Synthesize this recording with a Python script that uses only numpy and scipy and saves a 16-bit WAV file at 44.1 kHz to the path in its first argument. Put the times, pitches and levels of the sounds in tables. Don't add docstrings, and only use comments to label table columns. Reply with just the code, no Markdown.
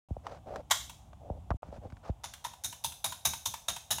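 import sys
import numpy as np
from scipy import signal
from scipy.fft import irfft
from scipy.io import wavfile
from scipy.ndimage import uniform_filter1d

SR = 44100
rng = np.random.default_rng(int(sys.argv[2]) if len(sys.argv) > 2 else 0)


def output_pcm(signal):
    pcm = np.clip(np.atleast_2d(signal).T, -1, 1) * 32767
    wavfile.write(sys.argv[1], SR, np.round(pcm).astype(np.int16))


N = 176400


def amp(db):
    return 10 ** (np.asarray(db) / 20)


def unit_rms(x):
    return x / np.sqrt(np.mean(x ** 2) + 1e-20)


def look_up(points, hz):
    f, value = np.transpose(points)
    return np.interp(np.log(hz + 1), np.log(f), value)


def add(mix, s, sound):
    part = mix[max(round(s * SR), 0):][:len(sound)]
    part += sound[:len(part)]


def noise(colour, size, tilt_db=0):
    hz = np.fft.rfftfreq(size, 1 / SR)
    gain = amp(look_up(colour, hz) + tilt_db * np.log2(np.maximum(hz, 1000) / 6000))
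    return unit_rms(irfft(gain * np.exp(2j * np.pi * rng.random(len(hz))), size))


def burst(colour, t60, rise_s, tilt_db=0):
    t = np.arange(SR // 2) / SR
    return noise(colour, len(t), tilt_db) * (1 - np.exp(-t / rise_s)) * amp(-60 * t / t60)


def ring(tones, rise_s, detune):
    t, out = np.arange(SR // 2) / SR, 0
    for (hz, db, t60), (shift, vary) in zip(tones, rng.uniform(-1.06, 1, (len(tones), 2))):
        tone = np.sin(2 * np.pi * hz * (1 + detune * shift) * t + np.pi * vary / 2)
        out = out + amp(db + 2 * vary - 60 * t / t60) * tone
    return out * (1 - np.exp(-t / rise_s))


# f/Hz, level/dB
HUSH_COLOUR = [(20, -29.5), (72, -1), (350, -31.5), (750, -10.5), (1700, -35.5), (3500, -31.5), (4300, -41),
               (7000, -36.5), (15000, -47.5)]
def room_hush():
    return amp(-62) * noise(HUSH_COLOUR, N)


# f/Hz, t60/s
ECHO_FADE = [(900, 0.25), (5000, 0.47), (15000, 0.41)]
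def room_echo(sound, delay_s=0.0069):
    hz, t, bands = signal.stft(rng.standard_normal(SR * 3 // 4), SR, nperseg=256)
    fade = amp(-60 * t / look_up(ECHO_FADE, hz)[:, None])
    tail = signal.istft(bands * fade, SR, nperseg=256)[1]
    tail *= np.clip(np.arange(len(tail)) / SR / delay_s - 1, 0, 1)
    return signal.fftconvolve(sound, tail / np.linalg.norm(tail))[:N]


# f/Hz, level/dB
THUMP_COLOUR = [(28, -31.5), (55, 4), (80, 3.5), (300, -17), (3000, -95.5)]
# t/s, level/dB
RUMBLE_LEVELS = [(.85, -54.5), (1.05, -57), (1.3, -50.5), (1.9, -52), (2.6, -69.5)]
def hand_rumble():
    level_db = np.interp(np.arange(N) / SR, *np.transpose(RUMBLE_LEVELS))
    return amp(level_db) * noise(THUMP_COLOUR, N)


# f/Hz, level/dB
CASE_COLOUR = [(380, -7), (570, 6.5), (780, 1.5), (1000, -13.5), (6000, -105)]
TICK_COLOUR = [(200, -23), (700, 5), (1200, 0), (2000, -14), (3200, -23.5), (6000, -30.5), (15000, -63.5)]
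# t/s, length/s, murmur level/dB, hiss level/dB
FINGER_RUBS = [(0.234, 0.16, -50.5, -55.5), (0.458, 0.16, -41.5, -56.5), (1.206, 0.19, -52, -93),
               (1.621, 0.092, -58.5, -64), (1.714, 0.074, -52, -58), (1.816, 0.067, -48.5, -65),
               (2.029, 0.08, -51.5, -53)]
def finger_rubs():
    out, size = np.zeros(N), SR // 2
    for s, length, murmur_db, hiss_db in FINGER_RUBS:
        progress = np.arange(0, 1, 1 / (length * SR))
        grip = amp(2 * unit_rms(uniform_filter1d(rng.standard_normal(size), size=260)))
        murmur = amp(murmur_db) * noise(CASE_COLOUR, size)
        hiss = amp(hiss_db) * noise(TICK_COLOUR, size, tilt_db=5)
        swell = np.sqrt(abs(np.sin(np.pi * progress)))
        add(out, s, (grip * (murmur + hiss))[:len(swell)] * swell)
    return out


# t/s, level/dB, treble tilt/(dB per octave)
PLASTIC_TICKS = [(0.267, -30, 3), (0.559, -32.5, 5.5), (1.131, -45, 1.5), (1.505, -25.5, -1),
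                 (1.514, -25.5, -13), (1.63, -37, -2.5), (1.901, -47, 4.5), (1.923, -48.5, 3.5),
                 (1.968, -46.5, 2.5)]
def plastic_ticks():
    out = np.zeros(N)
    for s, db, tilt_db in PLASTIC_TICKS:
        add(out, s, amp(db) * burst(TICK_COLOUR, t60=0.027, rise_s=0.00023, tilt_db=tilt_db))
    return out


def push(colour):
    hz = np.fft.rfftfreq(SR // 4, 1 / SR)
    delay_s = 0.0067 * (200 / np.maximum(hz, 45)) ** 0.879
    phase = -2 * np.pi * np.cumsum(delay_s) * hz[1]
    wave = irfft(amp(look_up(colour, hz)) * np.exp(1j * phase))[:SR // 8]
    fade_in = np.minimum(np.arange(len(wave)) / 20, 1)
    return fade_in * wave / abs(wave).max()


# t/s, thump level/dB, knock level/dB
FINGER_BUMPS = [(0.107, -26.5, -40.5), (.167, -46, -31), (1.301, -30.5, -26), (1.506, -23, -48),
                (1.540, -31, -45.5), (1.684, -38, -65), (1.727, -71, -35), (1.78, -37.5, -65),
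                (1.853, -41, -35.5), (1.924, -36.5, -74), (2.094, -24.5, -30)]
def finger_bumps():
    out = np.zeros(N)
    for s, thump_db, knock_db in FINGER_BUMPS:
        add(out, s - 0.001, amp(thump_db) * push(THUMP_COLOUR) + amp(knock_db) * push(CASE_COLOUR))
    return out


# f/Hz, level/dB
CRACK_COLOUR = [(450, -52), (680, -3), (1020, 0), (1500, -9.5), (2250, -4), (2650, -19.5), (3150, 0),
                (4350, -12), (7000, -4.5), (8500, -13.5), (15000, -18.5), (16200, -39.5)]
# t/s, level/dB
CLIP_CRACKS = [(0.7004, -42.5), (0.7084, -21), (0.7114, -16.5), (0.7185, -20.5), (0.728, -35.5)]
def spacebar_snap():
    out = np.zeros(N)
    for s, db in CLIP_CRACKS:
        add(out, s, amp(db) * burst(CRACK_COLOUR, t60=0.052, rise_s=0.00075))
    return out


# f/Hz, level/dB, t60/s
THOCK_TONES = [(675, -14, 0.043), (953, 3, 0.033), (1003, 1.5, 0.016)]
# f/Hz, level/dB
CLICK_COLOUR = [(350, -24), (750, -6), (1400, 2.5), (2050, -3), (3600, 4.5), (4400, -6.5), (6200, 0),
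                (15500, -11)]
# t/s, click level/dB, thock level/dB
KEY_RETURNS = [(0.895, -38.5, -42.5), (2.336, -37.5, -71), (2.535, -47, -45.5), (2.7247, -38, -38.5),
               (2.92, -41, -61), (3.121, -34, -33), (3.333, -32, -34), (3.538, -32.5, -32.5),
               (3.762, -33, -32), (3.982, -30.5, -33)]
def spacebar_returns():
    out = np.zeros(N)
    for s, db, thock_db in KEY_RETURNS:
        add(out, s, amp(db) * burst(CLICK_COLOUR, t60=0.05, rise_s=0.0017))
        add(out, s + 0.0015, amp(thock_db) * ring(THOCK_TONES, rise_s=0.0014, detune=0.041))
    return out


# f/Hz, level/dB
CLACK_COLOUR = [(350, -29), (700, 8.5), (1900, 2), (2300, -1), (3150, 4), (3900, 5), (4500, -2),
                (6100, 7.5), (8700, -4), (9400, 6.5), (10800, 2), (11400, -7), (12100, 0), (13100, -3),
                (15200, -6), (16200, -26)]
# f/Hz, level/dB, t60/s
WIRE_TONES = [(3580, 1, 0.046), (3665, 5, 0.044), (3920, -10.5, 0.096), (6790, -10, 0.14),
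              (6280, -13, 0.18), (9350, -19.5, 0.16)]
# t/s, level/dB, touch comes earlier by/s, thock level/dB, tilt/(dB per octave)
KEY_PRESSES = [(2.240, -34.5, 0.0039, -36, -1.5), (2.447, -33.5, .005, -25.5, -0.5),
               (2.644, -27.5, 0.0066, -39, 2.5), (2.844, -27, 0.0046, -26.5, 3),
               (3.043, -24.5, .001, -27.5, 0.5), (3.253, -19.5, 0.0029, -25, 2),
               (3.458, -26, 0.0022, -32, 2.5), (3.684, -26, 0.0018, -38, -.5), (3.909, -21, 0.0033, -30, 2)]
def spacebar_presses(bounce_gap_s=0.0083, bounce_loss_db=3.5):
    out = np.zeros(N)
    hz, clack_db = np.transpose(CLACK_COLOUR)
    desk_colour = np.multiply(THUMP_COLOUR, [1.26, 1])
    for s, db, lead_s, thock_db, tilt_db in KEY_PRESSES:
        colour = np.column_stack([hz, clack_db + 2 * rng.standard_normal(len(hz))])
        touch = burst(colour, t60=0.12, rise_s=0.000097, tilt_db=tilt_db)
        clack = burst(colour, t60=0.047, rise_s=0.00086, tilt_db=tilt_db)
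        add(out, s - lead_s, amp(db - 11) * touch)
        add(out, s, amp(db) * clack)
        for k, slip in enumerate(rng.uniform(-0.24, 0.23, 2), 1):
            bounce = burst(colour, t60=0.045, rise_s=0.00086, tilt_db=tilt_db)
            add(out, s + (k + slip) * bounce_gap_s, amp(db - k * bounce_loss_db) * bounce)
        add(out, s + 0.00158, amp(thock_db) * ring(THOCK_TONES, rise_s=0.002, detune=0.066))
        add(out, s, amp(db - 4) * ring(WIRE_TONES, rise_s=0.0028, detune=0.0357))
        add(out, s, amp(db - 21) * burst(desk_colour, t60=0.35, rise_s=0.0074))
    return out


def scene(echo_swap_hz=26.84):
    keys = spacebar_presses() + spacebar_returns() + spacebar_snap()
    turn = 2 * np.pi * echo_swap_hz * np.arange(N) / SR
    echo = room_echo(keys * np.cos(turn)) + room_echo(keys * np.sin(turn))
    hand = finger_bumps() + plastic_ticks() + finger_rubs() + hand_rumble()
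    return (keys + amp(-7.5) * echo + hand + room_hush())[None]


# start t/s, end t/s
SILENCES = [(-1, .087), (1.570, 1.622)]
def record(dry, top_hz=16100):
    t, audible = np.arange(N) / SR, np.ones(N)
    for start, end in SILENCES:
        audible[(t > start) & (t < end)] = 0
    gated = dry * uniform_filter1d(audible, size=40)
    low_pass = signal.firwin(255, top_hz, window=("kaiser", 9), fs=SR)
    return signal.oaconvolve(gated, low_pass[None], "same")


dry = scene()
out = record(dry)
output_pcm(out)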